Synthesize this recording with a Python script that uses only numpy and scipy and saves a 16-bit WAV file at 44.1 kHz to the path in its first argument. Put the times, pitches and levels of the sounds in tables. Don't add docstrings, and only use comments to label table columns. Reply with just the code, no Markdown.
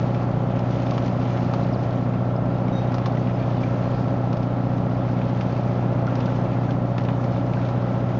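import sys
import numpy as np
from scipy import signal
from scipy.fft import rfft, irfft
from scipy.io import wavfile
from scipy.ndimage import map_coordinates

SR = 44100
rng = np.random.default_rng(int(sys.argv[2]) if len(sys.argv) > 2 else 0)


def volts_from_decibels(level):
    exponent = np.asarray(level, float) / 20
    return 10 ** exponent


def wav_out(sig):
    wavfile.write(sys.argv[1], SR, np.round(np.clip(np.atleast_2d(sig).T, -1, 1) * 32767).astype(np.int16))


N = 361179
T = np.arange(N) / SR


def drift(rate):
    knots = rng.standard_normal(int(N / SR * 40) + 4)
    curve = map_coordinates(knots, [T[::64] * min(rate, 39)], order=3)
    return curve.repeat(64)[:N]


def colour(x, points):
    hz, db = np.transpose(points)
    f = np.fft.rfftfreq(len(x), 1 / SR) + 1
    gain = volts_from_decibels(np.interp(np.log(f), np.log(hz), db))
    return irfft(rfft(x) * gain, len(x))


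def band(x, lo_hz, hi_hz):
    sos = signal.butter(2, [lo_hz, hi_hz], "band", fs=SR, output="sos")
    y = signal.sosfilt(sos, x)
    return y / y.std()


def add(out, s, x):
    i = int(s * SR)
    out[i:i + len(x)] += x[:N - i]


def fade(t60, rise_s):
    t60 = max(t60, .004)
    t = T[:int(t60 * SR)]
    return np.minimum(t / rise_s, 1) * np.exp(-np.log(1000) * t / t60)


def boom():
    level_db = -42.5 + 1.2 * drift(2.1)
    return band(rng.standard_normal(N), 270, 290) * volts_from_decibels(level_db)


# (f/Hz, middle rms level/dB)
HUM_TONES = [(26.7, -58), (35.6, -61), (53.35, -50), (76.9, -51), (80, -58), (97.9, -54), (130.6, -45),
             (153.8, -43), (163.2, -46), (177.8, -51), (183.4, -50), (192, -50), (240.1, -47)]


def hum(slip=0.027, waver_db=1.0):
    out = 0
    for hz, db in HUM_TONES:
        cycles = hz * T + rng.random() + slip * drift(1.5)
        out = out + np.sqrt(2) * volts_from_decibels(db + waver_db * drift(2.0)) * np.cos(2 * np.pi * cycles)
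    return out


# (f/Hz, level in each Hz/dB)
ROAR_SPECTRUM = [(20, -74.5), (45, -68), (90, -63), (150, -53.5), (215, -59.5), (280, -52), (320, -62.5),
                 (500, -64), (570, -58), (850, -65.5), (1400, -73.5), (1550, -76.5), (3000, -90),
                 (7000, -108)]


def roar(crank, puff=0.067):
    gate = 1 + puff * np.cos(2 * np.pi * 2 * (crank - THUMPS[0][1]))
    noise = colour(rng.standard_normal(N) * gate, ROAR_SPECTRUM) * np.sqrt(SR / 2)
    return noise * volts_from_decibels(.5 * drift(2.5))


# (f/Hz, relative level/dB)
WASH_SPECTRUM = [(500, -15.5), (1500, 6.5), (2500, 4.5), (4500, -3.5), (6000, -9), (7000, -14.5),
                 (8000, -41.5)]
# (t/s, level between 3 and 7 kHz/dB, extra level below about 3 kHz/dB)
WATER_CHURN = [(0.0, -55, -1), (0.43, -58, 1), (0.84, -53, -1.5), (1.62, -54, -1), (1.98, -59, -0.5),
               (2.69, -58.5, -1), (2.92, -57.5, 1.5), (3.78, -54, 0), (4.1, -57, -2), (4.95, -58.5, 1),
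               (5.12, -56.5, 2), (5.57, -54, -2), (5.9, -59.5, 1), (6.41, -54.5, 0), (6.95, -58.5, -1.5),
               (7.48, -54.5, -1), (8.19, -57.5, 1.5)]


def wash(drops_per_s=1300.0, spread_db=5.0, drop_share=0.28, crackles_per_s=92.0, crackle_db=-8.0):
    s, churn_db, dull_db = np.transpose(WATER_CHURN)
    churn = volts_from_decibels(np.interp(T, s, churn_db))
    dull_db = np.interp(T, s, dull_db)
    chance = crackles_per_s / SR * (churn / churn.mean()) ** 2
    spatter = rng.exponential(size=N) * (rng.random(N) < chance)
    spatter = volts_from_decibels(crackle_db) * signal.lfilter([1], [1, -np.exp(-1 / (0.0028 * SR))], spatter)
    surge, out = drift(11), 0
    for lo in 700 * 2 ** np.arange(0, 4, .5):
        size = volts_from_decibels(spread_db * np.minimum(rng.exponential(size=N), 4.5))
        drops = size * (rng.random(N) < drops_per_s / SR)
        drops = signal.lfilter([1], [1, -np.exp(-lo / (5. 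* SR))], drops)
        strength = 1 - drop_share + drop_share * drops / drops.std() + spatter
        noise = rng.standard_normal(N) * strength
        swell_db = 1.0 * surge + 1.6 * drift(22) + (lo < 3000) * dull_db
        out = out + band(noise, lo, lo * np.sqrt(2)) * np.sqrt(lo) * volts_from_decibels(swell_db)
    out = colour(out, WASH_SPECTRUM)
    bright = signal.butter(4, [3000, 7000], "band", fs=SR, output="sos")
    return out / signal.sosfilt(bright, out).std() * churn


# (t/s, length/s, start f/Hz, middle f/Hz, end f/Hz, peak level/dB)
CHIRPS = [(1.72, .042, 6130, 4830, 3600, -47.5), (1.77, .014, 5800, 5380, 5000, -54),
          (1.785, .022, 5000, 5150, 5350, -58), (3.345, .022, 5020, 5120, 5000, -55),
          (3.383, .036, 4150, 4450, 4100, -53)]


def squeak(swell=1.4):
    out = np.zeros(N)
    for s, length, *bend_hz, db in CHIRPS:
        u = np.linspace(0, 1, int(length * SR))
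        hz = np.polyval(np.polyfit([0, .5, 1], bend_hz, 2), u)
        tone = np.sin(2 * np.pi * np.cumsum(hz) / SR)
        add(out, s, volts_from_decibels(db) * np.sin(np.pi * u) ** swell * tone)
    return out


# (f/Hz, relative level/dB)
RING_MODES = [(3758, 0), (5959, -9)]
# (t/s, length/s, level/dB)
RUBS = [(2.725, .011, -48), (2.749, .046, -44), (2.806, .036, -53), (2.868, .014, -56)]


def ring(attack_s=.003, t60_s=.08, dulls_db_per_s=-70, rough_db=2.):
    env = 0
    for s, length, db in RUBS:
        after = np.maximum(T - s - length, 0)
        attack = np.clip((T - s) / attack_s, 0, 1)
        stroke = volts_from_decibels(db) * attack * np.exp(-np.log(1000) * after / t60_s)
        env = np.maximum(env, stroke)
    since = np.maximum(T - RUBS[0][0], 0)
    out = 0
    for k, (hz, db) in enumerate(RING_MODES):
        mode_db = db + k * dulls_db_per_s * since + rough_db * drift(39)
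        out = out + volts_from_decibels(mode_db) * np.sin(2 * np.pi * hz * T)
    return env * out


# (t/s, starting f/Hz, level/dB)
BUBBLES = [(.919, 1100, -26), (1.631, 3860, -34), (1.970, 3030, -42), (2.363, 4970, -36),
           (2.681, 2230, -34.5), (3.172, 2000, -33), (3.635, 2310, -26.5), (6.076, 1370, -23.5),
           (6.28, 1500, -30), (6.69, 1550, -29), (7.57, 1540, -29)]


def plops(cycles=62.0, glide=0.036):
    out = np.zeros(N)
    for s, hz, db in BUBBLES:
        env = fade(cycles / hz, 0.0014)
        t = T[:len(env)]
        phase = 2 * np.pi * hz * t * (1 + glide * t / t[-1])
        add(out, s, volts_from_decibels(db) * env * np.sin(phase))
    return out


# (t/s, dull middle level/dB, low body over it/dB, bright spray over it/dB)
FISH_SLAPS = [(0.1446, -36.5, -1, -11), (0.5908, -38.5, -5, -6), (0.706, -43.5, -3, -1),
              (0.8175, -46, -3, -2), (0.8659, -38.5, 0, -8.5), (0.9082, -38, 0, -1), (0.9384, -49, 2, 4),
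              (0.9777, -32.5, 10, -8.5), (1.3722, -37, 2, -7), (1.5359, -36.5, 15, -1),
              (2.6808, -40, -5, -12.5), (2.9182, -38, 6, -5.5), (2.9418, -43.5, 15, 7),
              (2.9816, -38.5, 16.5, -5.5), (3.0575, -34.5, 16, 2), (3.1694, -41, 0, -16.5),
              (3.271, -39, 2, -17), (3.295, -42, -7, -17.5), (4.3277, -38, -3, -2.5),
              (4.368, -43.5, 6, -1.5), (4.428, -47, -3, 0.5), (5.214, -32, -5, -32), (5.3718, -46, -9, -11),
              (5.4088, -30.5, -9, -11), (6.1534, -40, -2, 0.5), (6.203, -38.5, -5, -5.5),
              (6.256, -42, 6, 2), (6.7062, -35, 1, -9.5), (6.98, -30, -1, -8.5), (7.0367, -42, 6, -6.5),
              (7.0489, -36, -1, -12), (7.0853, -31.5, 8, -23), (7.2402, -42.5, 4, -0.5),
              (7.5346, -35, -12, -18), (7.6864, -38, -1, -8)]


def slaps(t60=0.022, tail_db=-12.5, crack=7.):
    count = int(1.5 * N / SR)
    times = rng.random(count) * (N / SR - .2)
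    levels_db = (-49, 2, -5) + 2.5 * rng.standard_normal((count, 3))
    rows = np.r_[FISH_SLAPS, np.c_[times, levels_db]]
    s, dull_db, body_db, bright_db = rows.T
    out, spray, click = 0, rng.standard_normal(N), np.zeros(N)
    click[((s + .001) * SR).astype(int)] = 1
    ranges_hz = [(600, 1250), (1200, 3300), (3200, 6000)]
    for part_db, (lo, hi) in zip([body_db, 0, bright_db], ranges_hz):
        env = np.zeros(N)
        for at, db in zip(s, dull_db + part_db):
            add(env, at, volts_from_decibels(db) * fade(t60, 0.0018))
            add(env, at, volts_from_decibels(db + tail_db) * fade(5.5 * t60, 0.0048))
        out = out + env * band(band(spray + crack * click, lo, hi), lo, hi)
    return out


THUMPS = [(0, .6485, .411), (15, .651, .398), (32, .648, .509), (61, .423, .381)]
# (multiple of the cycle rate, middle rms level/dB)
STRONG_ORDERS = [(4, -44.6), (6, -44.2), (7, -38.0), (8, -24.8), (9, -43.2), (10, -35.0), (12, -31.6),
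                 (13, -38.6), (15, -48.9), (16, -36.6), (17, -39.3), (18, -42.3), (22, -43.3), (23, -45.1),
                 (24, -42.8), (28, -49.3), (29, -47.8), (31, -49.8), (34, -47.8), (36, -40.7), (37, -43.2),
                 (40, -45.1), (41, -48.8), (43, -49.7), (44, -46.1), (46, -46.8), (48, -45.6), (51, -50.7),
                 (52, -48.9), (54, -45.5), (56, -50.7), (58, -50.1), (63, -57.4), (68, -56.6), (72, -55.7),
                 (77, -58.1), (88, -50.3), (92, -58.9)]
# (multiple of the cycle rate, rms level/dB)
FAINT_LINE = [(5, -57), (25, -57), (40, -54), (60, -63), (94, -64)]


def engine(cycle_hz=15.1272, scatter=.4, waver_db=.8, hunt=.0008, faint_scatter_db=2.5):
    crank = cycle_hz * T + hunt * drift(0.698)
    lags, out = rng.standard_normal(128), 0
    faint_db = np.interp(np.arange(94), *np.transpose(FAINT_LINE))
    faint_db = faint_db + faint_scatter_db * rng.standard_normal(94)
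    strong_db = dict(STRONG_ORDERS)
    for k in range(4, 94):
        db = strong_db.get(k, faint_db[k])
        thump = [row for row in THUMPS if row[0] <= k][-1]
        at = thump[1 + k % 2]
        looseness = min(k / 33.0, 1)
        turn = -.7 * np.arctan((k - 10.5) / 1.5) * (k < 20)
        wave = np.cos(2 * np.pi * k * (crank - at) + turn + scatter * looseness * lags[k])
        out = out + volts_from_decibels(db + waver_db * looseness * drift(3.5)) * wave
    return np.sqrt(2) * out, crank


def scene():
    orders, crank = engine()
    machine = orders + hum() + roar(crank) + boom()
    water = wash() + slaps() + plops()
    return (machine + water + ring() + squeak())[None]


def band_limit(x):
    return signal.sosfilt(signal.butter(12, 7970, fs=SR, output="sos"), x)


def record(dry):
    knee = 0.32
    soft = dry / (1 + (dry / knee) ** 6) ** (1 / 6)
    low_pass = signal.butter(14, 7200, fs=SR, output="sos")
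    finished = signal.sosfilt(low_pass, soft) - .0026
    return band_limit(finished)


dry = scene()
out = record(dry)
wav_out(out)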